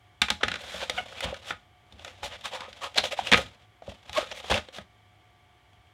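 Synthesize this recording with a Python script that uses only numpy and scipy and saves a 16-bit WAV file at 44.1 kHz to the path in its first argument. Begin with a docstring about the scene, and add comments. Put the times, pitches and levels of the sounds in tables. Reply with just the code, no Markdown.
"""Screwdrivers click against a light plastic holder tray, which is dragged, shifted and set on a table.
Each impact is a short broadband pulse that excites the tray's damped modes; a dropped handle bounces.
Sliding friction makes the edges scrape, stick-slip makes them squeak, flexing panels knock,
and the table thumps in its low modes. A sleeve rustles with the arm's movements.
The small room adds a short reverberation and a faint fan hum."""
import sys
import numpy as np
from scipy import signal
from scipy.fft import rfft, irfft
from scipy.io import wavfile

SR = 44100
rng = np.random.default_rng(int(sys.argv[2]) if len(sys.argv) > 2 else 0)


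def int16_out(signal):
    """Quantize to a 16-bit WAV file."""
    q = np.round(np.clip(np.atleast_2d(signal).T, -1, 1) * 32767)
    wavfile.write(sys.argv[1], SR, q.astype(np.int16))


N = 261645


def amp(db):
    """Amplitude ratio of a level in decibels."""
    return 10 ** (np.asarray(db) / 20)


def unit(x):
    """Normalisation to an rms of 1."""
    return x / np.sqrt(np.mean(x ** 2) + 1e-20)


def curve_at(points, hz):
    """Interpolation on a logarithmic frequency axis."""
    f, value = np.transpose(points)
    return np.interp(np.log(hz + 1), np.log(f), value)


def clock(length):
    """Sample times over a length in seconds."""
    return np.arange(max(int(length * SR), 2)) / SR


def decay(t, t60):
    """Exponential damping: 60 dB down after t60."""
    return np.exp(-np.log(1000) * t / t60)


def add(mix, s, sound):
    """Superposition of a sound starting at time s."""
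    part = mix[round(s * SR):][:len(sound)]
    part += sound[:len(part)]


def colour(x, spectrum, hollow_db=0, bright_db=0, spot_hz=1000, spot_db=0, pivot_hz=1300):
    """Source-filter model at unit rms: panels add hollowness, hard edges treble, the spot a resonance."""
    hz = np.fft.rfftfreq(len(x), 1 / SR) + 1
    octaves = np.log2(hz / pivot_hz)
    panel = np.clip(hz / 450, 0, 1) if hollow_db > 0 else 1  # small panels add no deep bass
    hollow = hollow_db * np.clip(-octaves, 0, 1) * panel
    bright = bright_db * np.clip(octaves, 0, 3.3)
    spot = spot_db * np.exp(-(np.log2(hz / spot_hz) / 0.28) ** 2)
    return unit(irfft(rfft(x) * amp(curve_at(spectrum, hz) + hollow + bright + spot), len(x)))


def drift(hz):
    """Random modulation: noise band-limited to hz."""
    return unit(irfft(rfft(rng.standard_normal(N)) * (np.fft.rfftfreq(N, 1 / SR) < hz), N))


def grit(per_s, spread_db, hiss):
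    """Shot noise: tiny slips of uneven size over a smooth hiss."""
    slips = (rng.random(N) < per_s / SR) * rng.choice([-1, 1], N)
    sizes = amp(spread_db * np.minimum(rng.exponential(1, N), 4))
    return unit(slips * sizes) + hiss * rng.standard_normal(N)


# Spectrum of the room air: f/Hz, relative level/dB
AIR_SPECTRUM = [(18, -30.5), (35, -17), (62, -2), (110, 0.5), (160, -12), (270, -16), (380, -12),
                (490, -19.5), (760, -10.5), (1000, -19), (2250, -16.5), (2600, -23.5), (3250, -15),
                (3800, -26), (5100, -31.5), (9000, -37), (16000, -44.5)]
# Fan tones: f/Hz, rms level/dB
FAN_TONES = [(102.3, -68.5), (721.6, -70), (877, -82.5), (1055, -83.5), (1163, -74.5), (2179, -79.5),
             (2279, -77.5), (3020, -85.5)]


def fan():
    """Fan noise: faint frequency-modulated tones over steady broadband air noise."""
    hum = np.zeros(N)
    for hz, db in FAN_TONES:
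        cycles = np.cumsum(hz + 3.4 * drift(hz=15)) / SR
        hum += amp(db) * np.sqrt(2) * np.sin(2 * np.pi * cycles)
    return hum + amp(-61.5) * colour(rng.standard_normal(N), AIR_SPECTRUM)


# Reverberation time of the room: f/Hz, T60/s
ROOM_T60 = [(100, 0.51), (300, 0.18), (800, 0.21), (3000, .25), (7000, 0.28), (14000, 0.21)]


def room(x, reflections_per_s=3000):
    """Reverberation: sparse reflections, each band decaying at its own rate."""
    t = clock(.5)
    taps = rng.choice([-1., 1.], len(t)) * (rng.random(len(t)) < reflections_per_s / SR) * (t > .005)
    hz, times, bands = signal.stft(taps, SR, nperseg=256)
    tail = signal.istft(bands * decay(times, curve_at(ROOM_T60, hz)[:, None]), SR, nperseg=256)[1]
    return signal.fftconvolve(x, tail / np.linalg.norm(tail))[:N]


# Spectrum of the table's boom: f/Hz, relative level/dB
TABLE_SPECTRUM = [(25, -44.5), (45, -13.5), (62, 3.5), (80, 5), (120, -4.5), (150, -12), (205, -0.5),
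                  (330, -16), (600, -24.5), (2000, -71.5)]
# Loads landing on the table: t/s, level/dB, T60/s, favoured mode f/Hz
TABLE_THUMPS = [(0.216, -30.5, 0.16, 190), (0.302, -32.5, 0.18, 185), (0.433, -35.5, 0.4, 170),
                (0.74, -47.5, 0.6, 180), (0.932, -45, 0.38, 200), (1.239, -30, 0.22, 160),
                (1.5, -49, 0.39, 170), (1.923, -52, 0.77, 90), (2.225, -44.5, 0.35, 64),
                (2.449, -50, 0.22, 100), (2.979, -44, 0.47, 220), (3.189, -47.5, 0.3, 200),
                (3.316, -22, 0.15, 200), (3.334, -28, 0.34, 140), (3.881, -36.5, 0.21, 80),
                (4.092, -45, 0.26, 100), (4.505, -24.5, 0.23, 98), (4.785, -39.5, 0.16, 170)]


def thumps():
    """Modal overlap: the table's crowded low modes boom as noise; the landing place favours one."""
    out, t = np.zeros(N), clock(.5)
    for s, db, t60, hz in TABLE_THUMPS:
        swell = (1 - np.exp(-t / .006)) * decay(t, t60)
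        boom = colour(rng.standard_normal(len(t)), TABLE_SPECTRUM, spot_hz=hz, spot_db=6) * swell
        add(out, s, amp(db) * boom * np.linalg.norm(swell) / np.linalg.norm(boom))
    return out


# Arm movements: t/s, duration/s, rise/s, fall/s, level/dB
ARM_MOVES = [(0.203, 1.21, 0.45, 0.12, -45.5), (1.293, 0.35, 0.06, 0.16, -51.5),
             (1.836, 1.22, 0.2, 0.18, -53.5), (3.2, 0.35, 0.11, 0.22, -38),
             (3.483, 0.2, 0.063, 0.076, -60.5), (3.81, 0.2, 0.082, 0.13, -48.5),
             (3.962, 0.8, 0.19, 0.26, -46.5), (4.707, 0.14, 0.054, 0.053, -51)]


def arm_level(range_db=25):
    """Amplitude envelope in dB: the level follows the arm's speed as each move swells, holds and fades."""
    gain = np.full(N, 1e-5)
    for s, length, rise, fall, db in ARM_MOVES:
        t = clock(length)
        speed = np.sin(np.pi / 2 * np.clip(np.minimum(t / rise, (length - t) / fall), 0, 1))
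        add(gain, s, amp(db - range_db * (1 - speed)))
    return 20 * np.log10(gain)


# Spectrum of friction, for sleeve and tray: f/Hz, relative level/dB
FRICTION_SPECTRUM = [(60, -8), (180, -15.5), (410, -11), (540, 5.5), (760, 2), (1000, -2.5), (1500, -3.5),
                     (2500, -2), (3400, 1.5), (4500, -10), (7000, -16), (10000, -25.5), (16000, -40.5)]


def rustle(arm_db):
    """Friction noise of sleeve and hands, with the arm's structure-borne rumble through the table."""
    slips = grit(per_s=1500, spread_db=1, hiss=.9)
    cloth = colour(slips, FRICTION_SPECTRUM, hollow_db=2, bright_db=0.9)
    rumble = colour(rng.standard_normal(N), TABLE_SPECTRUM)
    return amp(arm_db + 3.4 * drift(hz=44.54) - 3) * cloth + amp(0.63 * arm_db - 30) * rumble


# Edge squeaks: t/s, duration/s, peak position (0-1), first f/Hz, last f/Hz, level/dB, tilt/(dB/octave)
EDGE_SQUEAKS = [(0.976, 0.03, 0.16, 758, 731, -29, -1), (1, 0.011, 0.45, 710, 660, -40.5, -18),
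                (3.19, 0.0087, 0.24, 831, 710, -22.5, -22.5), (4.16, 0.029, 0.24, 1066, 1153, -30.5, -8),
                (4.173, 0.02, 0.72, 637, 604, -23.5, -28)]


def squeaks():
    """Stick-slip oscillation: an edge locks briefly into a rough, unsteady pitch with harmonics."""
    out = np.zeros(N)
    waver, grip = 1 + .028 * drift(hz=300), amp(2.2 * drift(hz=350))
    for s, length, peak, first_hz, last_hz, db, tilt_db in EDGE_SQUEAKS:
        t = clock(length)
        now = round(s * SR) + np.arange(len(t))
        cycles = np.cumsum(np.linspace(first_hz, last_hz, len(t)) * waver[now]) / SR
        wave = sum(amp(tilt_db * np.log2(k)) * np.cos(2 * np.pi * k * cycles) for k in (1, 2, 3, 4))
        swell = np.interp(t / length, [0, peak, 1], [0, 1, 0]) ** .75
        add(out, s, amp(db) * unit(wave * swell * grip[now]))
    return out


# Knocks of the tray's panels: t/s, level/dB, lower mode f/Hz
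PANEL_KNOCKS = [(0.743, -28.5, 603), (0.826, -23, 547), (0.9, -30.5, 493), (1.3267, -22, 558),
                (2.064, -34.5, 580), (2.682, -34, 527), (2.965, -25, 710), (3.13, -23.5, 586),
                (3.336, -14, 480), (3.39, -18, 530), (3.8205, -38, 652), (3.879, -26, 564),
                (3.919, -35.5, 642), (4.227, -26.5, 502), (4.499, -21.5, 700), (4.516, -19.5, 542),
                (4.686, -34.5, 524), (4.785, -33.5, 628)]


def knocks():
    """Damped free vibration: a flexing panel sounds a short, hollow pair of modes."""
    out, t = np.zeros(N), clock(.15)
    for s, db, hz in PANEL_KNOCKS:
        pair = np.sin(2 * np.pi * hz * t) + 0.23 * np.sin(2 * np.pi * hz * 1.33 * t)
        add(out, s, amp(db) * pair * (1 - np.exp(-t / .001)) * decay(t, t60=0.04))
    return out


# Tray scrapes: t/s, rise/s, fall/s, level/dB, brightness/(dB/octave), resonance f/Hz, its height/dB
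TRAY_SCRAPES = [(0.406, 0.006, 0.036, -38.5, -4, 1330, 7), (0.58, 0.2, 0.13, -39.5, 3, 1520, 7.5),
                (0.8, 0.036, 0.027, -36, -2, 4150, 3), (0.91, 0.081, 0.045, -40.5, 2.5, 1350, 12),
                (1.15, 0.036, 0.042, -41, -0.5, 2300, 5), (1.222, 0.022, 0.018, -27, 1.5, 3070, 4),
                (1.255, 0.0082, 0.093, -35, -6.5, 3200, 2), (1.447, 0.054, 0.032, -37.5, 3, 1390, 4),
                (2.02, 0.072, 0.052, -49.5, 1, 3500, -5), (2.223, 0.025, 0.056, -34, 3, 825, 5.5),
                (2.298, 0.041, 0.042, -39, -1.5, 3340, 0.5), (2.435, 0.017, 0.055, -34.5, 2.5, 1160, 7.5),
                (2.509, 0.04, 0.05, -33, 0, 900, 6), (2.588, 0.025, 0.1, -39.5, -3, 1090, 9.5),
                (2.808, 0.033, 0.056, -32, 1.5, 1150, 13), (2.954, 0.035, 0.029, -25.5, 0.7, 5010, 6),
                (3.031, 0.012, 0.063, -29, 2.5, 3400, 1.5), (3.106, 0.024, 0.021, -29.5, 2, 2390, 5.5),
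                (3.164, 0.028, 0.053, -34, 0.2, 3300, 1.5), (3.23, 0.057, 0.019, -33.5, 1.5, 2740, 5.5),
                (3.346, 0.017, 0.1, -30, 2, 1336, 6.5), (4.134, 0.048, 0.02, -29, 2, 1100, 5),
                (4.191, 0.014, 0.068, -34, 0.8, 1250, 8.5), (4.313, 0.011, 0.012, -34, -0.5, 624, 12),
                (4.34, 0.041, 0.039, -44, 5.5, 2240, 11), (4.425, 0.063, 0.019, -41.5, 2, 1120, 6),
                (4.498, 0.0063, 0.04, -23.5, 1.5, 700, 2.5), (4.525, 0.03, 0.061, -26.5, -0.2, 800, -0.5),
                (4.722, 0.046, 0.039, -42, 2.5, 4550, 0.5)]


def scrapes(flex_from_db=-35.5):
    """Sliding friction: dense slips swell and fade with each push, catching unevenly on the way."""
    out, catching = np.zeros(N), amp(1.5 * drift(hz=108))
    slips = grit(per_s=3000, spread_db=2.5, hiss=1.13) * catching
    for s, rise, fall, db, *tone in TRAY_SCRAPES:
        t = clock(rise + fall)
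        push = np.minimum(t / rise, 1) ** 0.78 * np.clip((rise + fall - t) / fall, 0, 1) ** 1.32
        hollow_db = 0.52 * (db - flex_from_db)  # harder pushes flex the panels and sound hollower
        rubbing = colour(slips[round(s * SR):][:len(t)], FRICTION_SPECTRUM, hollow_db, *tone)
        add(out, s, amp(db) * push * rubbing)
    return out


# Modes of the tray: f/Hz, relative level/dB, T60/s
TRAY_MODES = [(511, -1, 0.12), (606.6, 0.5, .09), (839, -7.5, 0.18), (1258, 0, 0.1), (1440, -6, 0.11),
              (1410, -7, .08), (1800, -5.5, 0.06), (1900, -10, .13), (2090, -6, 0.091), (2365, -3.5, 0.061),
              (2370, -11, 0.09), (2780, -12.5, 0.15), (3060, -1.5, 0.052), (3260, -7.5, 0.11),
              (3440, -14, 0.13), (4170, -14, 0.078)]


def tray_ring(force):
    """Modal response: the force is convolved with the sum of the tray's damped modes."""
    t = clock(.25)
    ring = sum(amp(db) * np.sin(2 * np.pi * (hz * t + rng.random())) * decay(t, t60)
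               for hz, db, t60 in TRAY_MODES)
    return signal.fftconvolve(force, ring / np.linalg.norm(ring))[:N]


# Spectrum of a contact, for ticks and clicks: f/Hz, relative level/dB
CONTACT_SPECTRUM = [(60, -24), (180, -2.5), (400, -5), (560, 0.5), (760, 4), (1000, -6.5), (1350, 2.5),
                    (2800, 2.5), (3600, 3.5), (4600, -9), (7000, -15), (10000, -27), (16000, -47)]


def ticks(arm_db, per_s=10):
    """Poisson impacts: loose tools tick against the tray, as strongly as the arm moves."""
    out, t = np.zeros(N), clock(.04)
    for at in np.flatnonzero(rng.random(N) < per_s / SR):
        noise = rng.standard_normal(len(t))
        tick = colour(noise, CONTACT_SPECTRUM, bright_db=2.5, spot_hz=rng.uniform(700, 3800), spot_db=7)
        add(out, at / SR, amp(arm_db[at] + rng.uniform(-2, 4)) * tick * np.exp(-t / 0.0055))
    return out


def bounces(count, drop_s=0.4338, drop_db=-18, first_hop_s=0.0485, restitution=0.7, hop_loss_db=2.5):
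    """Inelastic rebound: a dropped handle's hops shorten geometrically; gives rows like TOOL_CLICKS."""
    hop = np.arange(count)
    times = drop_s + first_hop_s * (1 - restitution ** hop) / (1 - restitution)
    yield_db = 4 * np.minimum(hop, 1)  # the tray gives way under the first landing
    levels = drop_db - yield_db - hop_loss_db * hop
    return [(s, db, -8, -0.5, 1617, 3) for s, db in zip(times, levels)]


# Sharp contacts: t/s, level/dB, hollowness/dB, brightness/(dB/octave), struck spot f/Hz, its height/dB
TOOL_CLICKS = [(0.2174, -14.5, -19.5, 2, 844, 17), (0.284, -29, -14, -4, 970, 8),
               (0.3026, -18.5, -9, 3.5, 890, 15.5), (0.4315, -24.5, 6, -2.5, 496, 9),
               (0.8968, -23, 11, 6, 3500, 1.5), (1.125, -42, -3, -11, 640, 12),
               (1.206, -30.5, -7, 4.5, 754, 11), (1.343, -38, 1, 3.5, 1440, 22),
               (1.506, -25.5, -7, -8, 1250, 7.5), (1.924, -48, 18, 6.5, 3740, 6),
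               (1.994, -45, 10, 2.5, 3100, 11), (2.047, -36.5, -3.5, 3.5, 766, 9),
               (2.078, -40.5, 4, -1, 3500, 2), (2.231, -33, 1, -2.5, 730, 9.5), (2.41, -47, -6, 6, 3400, 8),
               (2.456, -31.5, -7, 3, 1150, 2), (2.606, -36.5, 5, 3, 1160, 6),
               (2.729, -43, -8, 2.5, 4840, 6), (2.944, -41, -0.5, 3.5, 3100, 9),
               (2.976, -21, -2.5, 3.5, 3900, 10), (2.9817, -15, 4, 4.5, 3900, 12),
               (3.039, -28.5, 17.5, 1, 3370, 8), (3.271, -26, 0, 3.5, 2760, 8.5),
               (3.3163, -17, 5, 2.3, 2840, 2.5), (3.3245, -12.5, 1.5, 0, 2400, 8),
               (3.3339, -12, 0.5, 0.6, 1910, 6), (3.342, -12, -2, -4.5, 2620, 6.5),
               (3.374, -25.5, 2, 4, 1220, 16), (3.822, -44, 16, -0.5, 687, 13),
               (4.095, -37.5, 3, 5, 740, 15), (4.13, -37, -21, 5, 1120, 17), (4.173, -26, -18, -4, 1020, 8),
               (4.3135, -34.5, 4, -2.5, 5390, 9), (4.442, -38, 10, -15, 900, 11),
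               (4.4995, -28, 19, -9, 695, 19), (4.514, -21.5, 13, 4, 950, 13),
               (4.5212, -21.5, -2, -2.5, 970, 15), (4.542, -23, -3, 6, 2610, 22),
               (4.577, -26, 7, -2, 2870, 1), (4.686, -44.5, 9, 3.5, 3430, 9),
               (4.784, -37, 5, -4.5, 630, 7.5), (5.732, -60.5, -5, 5, 3040, 14),
               (5.87, -65, -5, 3.5, 3000, 15)]


def clicks(rise_s=0.0002, snap_s=0.00083, chatter_s=0.0056, tail_s=0.018):
    """Impact excitation: each contact of tool and tray snaps, chatters briefly and leaves a tail."""
    out, t = np.zeros(N), np.arange(3072) / SR
    for s, db, hollow_db, bright_db, spot_hz, spot_db in bounces(count=5) + list(TOOL_CLICKS):
        flat_noise = irfft(np.exp(1j * np.angle(rfft(rng.standard_normal(len(t))))))
        hardness_db = -.25 * hollow_db  # a hard handle snaps more sharply than a hollow panel
        snap = colour(flat_noise, CONTACT_SPECTRUM, 0, bright_db + hardness_db + 4.5)
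        snap *= amp(hardness_db - 6.5) * np.exp(-t / snap_s)
        chatter = colour(flat_noise, CONTACT_SPECTRUM, hollow_db, bright_db - .7, spot_hz, spot_db)
        chatter *= np.exp(-(t / chatter_s) ** 3)
        tail = colour(flat_noise[::-1], CONTACT_SPECTRUM,
                      hollow_db / 2, bright_db / 2 - 1.5, spot_hz, spot_db / 2)
        # hand-held panels are damped, and a resonant spot spreads less into the rest of the tray
        tail *= amp(-11.5 - 0.31 * hollow_db - 0.15 * spot_db) * np.exp(-t / tail_s)
        onset = 1 - np.exp(-t / (rise_s * amp(-1.3 * bright_db)))  # dull contacts start more softly
        click = (snap + chatter + tail) * onset
        early_rms = np.sqrt(np.mean(click[t < chatter_s] ** 2) + 1e-20)
        add(out, s, amp(db) * click / early_rms)
    return out


def scene():
    """Superposition: contacts and friction drive the tray, the room reflects, table and fan add dry."""
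    arm_db = arm_level()
    contacts = clicks() + ticks(arm_db)
    friction = scrapes() + rustle(arm_db)
    ring = tray_ring(amp(-17.5) * contacts + amp(-25.5) * friction)
    direct = contacts + friction + ring + squeaks() + knocks()
    return (direct + room(amp(-14.5) * direct) + thumps() + fan())[None]


def record(dry, low_hz=42, high_hz=16200):
    """Band limiting: the microphone sheds deep bass, peaks clip at full scale, a low-pass follows."""
    highpass = signal.butter(4, low_hz, "high", fs=SR, output="sos")
    lowpass = signal.firwin(511, high_hz, window=("kaiser", 9), fs=SR)
    clipped = np.clip(signal.sosfilt(highpass, dry), -1, 1)
    return signal.oaconvolve(clipped, lowpass[None], "same")


dry = scene()
out = record(dry)
int16_out(out)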